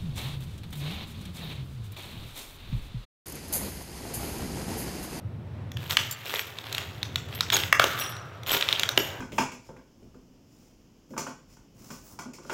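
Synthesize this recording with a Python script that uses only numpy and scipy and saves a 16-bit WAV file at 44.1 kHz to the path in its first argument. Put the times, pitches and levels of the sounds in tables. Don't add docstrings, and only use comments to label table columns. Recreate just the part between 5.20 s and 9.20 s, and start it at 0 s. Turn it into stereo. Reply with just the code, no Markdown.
import sys
import numpy as np
from scipy import signal
from scipy.io import wavfile
from scipy.ndimage import uniform_filter1d, minimum_filter1d

SR = 44100
rng = np.random.default_rng(int(sys.argv[2]) if len(sys.argv) > 2 else 0)


def to_wav(sig):
    pcm = np.clip(np.atleast_2d(sig), -1, 1) * 32767
    pcm = np.round(pcm).astype(np.int16)
    wavfile.write(sys.argv[1], SR, pcm.T)


N = 176400
TIME = np.arange(N) / SR
CUTOFF_HZ, SNAP_PAN_DB = 15800, -12

# time_s, snap_db, treble_db, pitch_hz
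FRACTURES = [(0.5176, -38, -41, 3500), (0.5704, -31, -42, 3170), (0.7084, -21.5, -27.5, 3760),
             (0.7695, -7.5, -24, 3160), (1.139, -26, -36, 2000), (1.1934, -22, -39, 2260),
             (1.3863, -31, -43, 3710), (1.5268, -28.5, -30, 3900), (1.548, -24.5, -32.5, 3800),
             (1.5812, -22.5, -29.5, 3030), (1.83, -23, -35.5, 3780), (1.958, -19.5, -30, 3720),
             (2.2077, -15.5, -26.5, 4000), (2.3017, -18, -33, 3530), (2.3667, -18.5, -22, 3800),
             (2.4359, -20.5, -38, 3200), (2.5266, -12, -19, 2700), (2.5965, -10.5, -19.5, 3320),
             (2.6412, -17, -23, 2930), (2.967, -39, -47, 4000), (3.2336, -38.5, -45, 3700),
             (3.2636, -35, -43, 3270), (3.4108, -22, -31.5, 3240), (3.4249, -17, -51, 3590),
             (3.488, -17, -33, 3620), (3.527, -16, -32, 3660), (3.596, -18, -23, 3840),
             (3.6332, -16, -28.5, 3480), (3.6906, -18.5, -24, 3700), (3.7759, -8, -20.5, 3120)]
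# frequency_hz, density_db
GRIND_SPECTRUM = [(120, -75), (350, -4.5), (2400, -3.5), (3400, -0.5), (4700, -22), (6600, -18),
                  (9000, -49), (13000, -17), (16000, -31.5)]
# frequency_hz, left_over_right_db, correlation
BED_IMAGE = [(155, -14, 0.97), (1050, 1, 0.25), (3500, -9, 0.18), (10400, 13, 0.059)]


def from_db(db):
    return 10 ** (np.asarray(db) / 20)


def rms_one(x):
    return x / np.sqrt(np.mean(x ** 2) + 1e-20)


def at_hz(points, hz, column=1):
    table = np.array(points)
    return np.interp(np.log(hz), np.log(table[:, 0]), table[:, column])


def band(x, low_hz, high_hz):
    sos = signal.butter(2, [low_hz, min(high_hz, .48 * SR)], "band", fs=SR, output="sos")
    return signal.sosfilt(sos, x + 1e-18)


def pan(db):
    return rms_one(from_db(np.array([[db], [-db]]) / 2))


def stereo(pair, correlation):
    mid = np.sqrt(1 + correlation) * pair[0]
    side = np.sqrt(1 - correlation) * pair[1]
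    return (mid + side * [[1], [-1]]) / np.sqrt(2)


def add(out, time_s, sound):
    i = int(time_s * SR)
    out[:, i:i + sound.shape[1]] += sound[:, :N - i]


def noise_bands(size):
    edges_hz = 22 * 2 ** (np.arange(20) / 2)
    white = rng.standard_normal((2, 2, size))
    return [(np.sqrt(low * high), band(white[k % 2], low, high))
            for k, (low, high) in enumerate(zip(edges_hz, edges_hz[1:]))]


def coloured_noise(spectrum, levels):
    noise = sum(from_db(at_hz(spectrum, hz)) * stereo(pair, at_hz(BED_IMAGE, hz, column=2))
                for hz, pair in noise_bands(N))
    return from_db(np.interp(TIME, *np.transpose(levels))) * rms_one(noise)


def impulses(per_s, spread_db=2.5):
    occurs = rng.random(N) < per_s / SR
    return occurs * from_db(spread_db * np.minimum(rng.exponential(1, N), 3.5))


def ring(clicks, hz, t60_s):
    radius, angle = from_db(-60 / (t60_s * SR)), 2 * np.pi * hz / SR
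    return signal.lfilter([0, np.sin(angle)], [1, -2 * radius * np.cos(angle), radius ** 2], clicks + 1e-18)


def equal_energy(x, length_s=0.0034):
    return x / np.sqrt(np.sum(x ** 2, axis=1, keepdims=True) / (length_s * SR))


def burst(fall_s, low_hz, high_hz, correlation):
    t = TIME[:SR // 30]
    noise = stereo(rng.standard_normal((2, len(t))), correlation)
    return equal_energy(band(noise * np.exp(-t / fall_s), low_hz, high_hz))


def rumble():
    # time_s, level_db
    swell = [(0, -36.5), (.8, -38.5), (1.0, -50.5), (1.35, -50), (1.7, -39.5), (2.6, -39.5), (3.2, -46),
             (4, -42.5)]
    # frequency_hz, density_db
    spectrum = [(30, -37), (80, -11.5), (105, 3.5), (145, -8), (250, -14.5), (5000, -58)]
    return coloured_noise(spectrum, swell)


def cloth():
    # time_s, level_db
    rubbing = [(.2, -54.5), (.4, -50), (1.0, -60), (1.45, -48.5), (3.2, -47.5), (3.7, -42)]
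    # frequency_hz, density_db
    spectrum = [(100, -21.5), (450, 11.5), (3000, -3), (15000, -39)]
    return coloured_noise(spectrum, rubbing)


def room(x, first_echo_s=0.0021, full_s=0.022, early_t60_s=0.15):
    # frequency_hz, early_db, tail_db, tail_t60_s
    reflections = [(199, -3, -12, 0.36), (1120, -4, -7, 1.7), (3770, -8, -10, 0.44), (7100, -2, -3, 0.54),
                   (10200, -8.5, -22, 0.16)]
    t = TIME[:SR * 3 // 2]
    onset = np.interp(t, [first_echo_s, full_s], [0, 1])
    age = np.maximum(t - full_s, 0)
    response = 0
    for hz, pair in noise_bands(len(t)):
        early_db, tail_db, tail_t60_s = (at_hz(reflections, hz, column) for column in (1, 2, 3))
        early, tail = (onset * from_db(-60 * age / t60_s) for t60_s in (early_t60_s, tail_t60_s))
        envelope = np.hypot(from_db(early_db) * early / np.linalg.norm(early),
                            from_db(tail_db) * tail / np.linalg.norm(tail))
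        response = response + envelope * stereo(pair, correlation=1 / (1 + (hz / 700) ** 2))
    response = signal.lfilter(*signal.iirnotch(4000, Q=5.6, fs=SR), response)
    return signal.fftconvolve(x.mean(axis=0, keepdims=True), response, axes=1)[:, :N]


def clinks(tick_db=2.5, tick_fall_s=0.0058, flutter_depth=0.99, flutter_hz=67):
    shards = { "a": (0.071, [(4554, -9), (7278, -5.5), (8382, -18), (12618, -8), (13955, -4.5)]),
              "b": (0.19, [(12450, 0.5), (12950, -9), (15300, -2)]), "c": (0.05, [(6615, 16)]),
              "d": (.42, [(5335, -13), (5766, -1.5), (7950, -14), (9170, -11), (10200, -9), (13775, -6)]),
              "e": (.5, [(11843, 1), (14168, 3)]), "f": (0.14, [(5722, -2.5), (7865, -3), (13065, 10)])}
    # time_s, shard, level_db
    strikes = [(0.9105, "a", -28), (0.924, "a", -29.5), (1.193, "f", -40.5), (2.1496, "b", -36.5),
               (2.341, "c", -28.5), (2.788, "b", -32), (2.797, "d", -31), (2.871, "d", -47),
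               (2.892, "b", -42), (3.316, "f", -30), (3.334, "b", -30), (3.775, "e", -35.5)]
    reference_hz = 8300
    out, t = np.zeros((2, N)), TIME[:SR]
    slow = signal.butter(2, flutter_hz, fs=SR, output="sos")
    for time_s, shard, level_db in strikes:
        contact = rng.standard_normal((2, SR)) * np.exp(-t / tick_fall_s)
        sound = from_db(tick_db) * band(contact, 1800, CUTOFF_HZ)
        shard_t60_s, modes = shards[shard]
        for hz, mode_db in modes:
            t60_s = shard_t60_s * reference_hz / hz
            flutter = 1 + flutter_depth * rms_one(signal.sosfilt(slow, rng.standard_normal((2, SR))))
            tone = np.sin(2 * np.pi * (hz * t + rng.uniform(0, 1, (2, 1))))
            sound = sound + from_db(mode_db - 60 * t / t60_s) * flutter * tone
        add(out, time_s, from_db(level_db) * sound * pan(db=3))
    return out


def knee_pressure(rise_db=9, fall_db=21.5):
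    # start_s, peak_s, end_s, level_db, treble_lift_db
    pushes = [(0.565, 0.63, 3.5, -42.5, 3), (0.696, 0.73, 0.75, -28.5, 9.5), (0.785, 0.776, 0.9, -29, 3),
              (1.05, 1.15, 1.35, -33, 7), (1.433, 1.58, 1.78, -36, -3.5), (2.084, 2.132, 3.1, -42, 0),
              (2.32, 2.327, 2.493, -21, 4.5), (2.593, 2.33, 2.88, -22, 4.5),
              (2.756, 2.815, 3.023, -34, -19), (3.268, 3.35, 3.444, -23.5, 5.5),
              (3.34, 3.546, 3.79, -31, -2.5), (3.756, 3.84, 4, -39, 8.5)]
    body_power, treble_power = np.zeros(N), np.zeros(N)
    for start_s, peak_s, end_s, level_db, lift_db in pushes:
        swell_db = np.interp(TIME, [start_s, peak_s, end_s], [-rise_db, 0, -fall_db])
        gain = from_db(level_db + swell_db) * (TIME > start_s) * (TIME < end_s)
        body_power += gain ** 2
        treble_power += (gain * from_db(lift_db)) ** 2
    return np.sqrt(body_power), np.sqrt(treble_power)


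def tinkles(treble, count=40, relative_db=-16.5):
    clicks, struck = impulses(per_s=360), rng.integers(0, count, N)
    out = 0
    for k, hz in enumerate(rng.uniform(4430, CUTOFF_HZ, size=count)):
        ringing = from_db(at_hz(GRIND_SPECTRUM, hz)) * ring(clicks * (struck == k), hz, t60_s=0.019)
        out = out + ringing * pan(at_hz(BED_IMAGE, hz) + rng.normal(0, 36))
    return from_db(relative_db) * treble * rms_one(out)


def grinding(body, treble, chip_fall_s=0.0009, crossover_hz=4500):
    decay = np.exp(-2 / (chip_fall_s * SR))
    chip_power = signal.lfilter([1], [1, -decay], impulses(per_s=800) ** 2 + 1e-12)
    roughness = np.sqrt(chip_power / chip_power.mean())
    low, high = 0, 0
    for hz, pair in noise_bands(N):
        placed = stereo(pair, at_hz(BED_IMAGE, hz, column=2)) * pan(at_hz(BED_IMAGE, hz))
        part = from_db(at_hz(GRIND_SPECTRUM, hz)) * placed
        if hz < crossover_hz:
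            low = low + part
        else:
            high = high + part
    return roughness * (low * body + high * treble) / np.std(low + high)


def knocks(fall_s=0.0022, width_octaves=1.5):
    # time_s, level_db, pitch_hz
    blows = [(1.139, -27.5, 530), (2.527, -7.5, 1330), (2.5967, -7, 1200), (2.641, -18.5, 560),
             (3.7752, -17, 417)]
    out, spread = np.zeros((2, N)), 2 ** (width_octaves / 2)
    for time_s, level_db, hz in blows:
        add(out, time_s, from_db(level_db) * burst(fall_s, hz / spread, hz * spread, correlation=1))
    return out


def snap(hz, rise_s=0.00045, left_lead_s=0.00005, aftershock_s=0.001568, aftershock_db=-12):
    t = TIME[:SR // 30] + [[left_lead_s], [0]]
    out = 0
    for delay_s, db in ((0, 0), (aftershock_s * rng.uniform(0.52, 1.441), aftershock_db)):
        age = np.maximum(t - delay_s, 0)
        out = out + from_db(db) * age * np.exp(-age / rise_s) * np.sin(2 * np.pi * hz * age)
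    return equal_energy(out)


def small_snaps(body, count=8, relative_db=-6):
    pitches_hz = rng.choice([hz for *_, hz in FRACTURES], size=count)
    clicks, broken = impulses(per_s=45), rng.integers(0, count, N)
    out = sum(signal.fftconvolve([clicks * (broken == k)], snap(hz), axes=1)[:, :N]
              for k, hz in enumerate(pitches_hz))
    return from_db(relative_db) * body * rms_one(out) * pan(SNAP_PAN_DB)


def cracks(fall_s=0.0023, body_corner_hz=2700, body_db_per_octave=4):
    # low_hz, high_hz, trim_db, left_over_right_db
    parts = [(1200, 3800, -2, -4.5), (5180, 7250, -4, 15), (10500, 15400, -6.5, 8.5)]
    out = np.zeros((2, N))
    for time_s, snap_db, treble_db, hz in FRACTURES:
        add(out, time_s, snap(hz) * pan(SNAP_PAN_DB) * from_db(snap_db))
        body_db = snap_db - body_db_per_octave * max(np.log2(hz / body_corner_hz), 0)
        for db, (low_hz, high_hz, trim_db, pan_db) in zip((body_db, treble_db, treble_db), parts):
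            noise = burst(fall_s, low_hz, high_hz, correlation=0.69)
            add(out, time_s, noise * pan(pan_db) * from_db(db + trim_db))
    return out


def scene():
    body, treble = knee_pressure()
    breaking = cracks() + knocks() + grinding(body, treble) + small_snaps(body) + tinkles(treble)
    return rumble() + breaking + room(breaking) + clinks() + cloth()


def record(dry, ceiling=0.9, window_s=0.00041):
    size = int(window_s * SR)
    gain = np.minimum(1, ceiling / (np.abs(dry).max(axis=0) + 1e-9))
    limited = dry * uniform_filter1d(minimum_filter1d(gain, size), size)
    return signal.sosfilt(signal.ellip(10, .1, 80, CUTOFF_HZ, fs=SR, output="sos"), limited)


dry = scene()
out = record(dry)
to_wav(out)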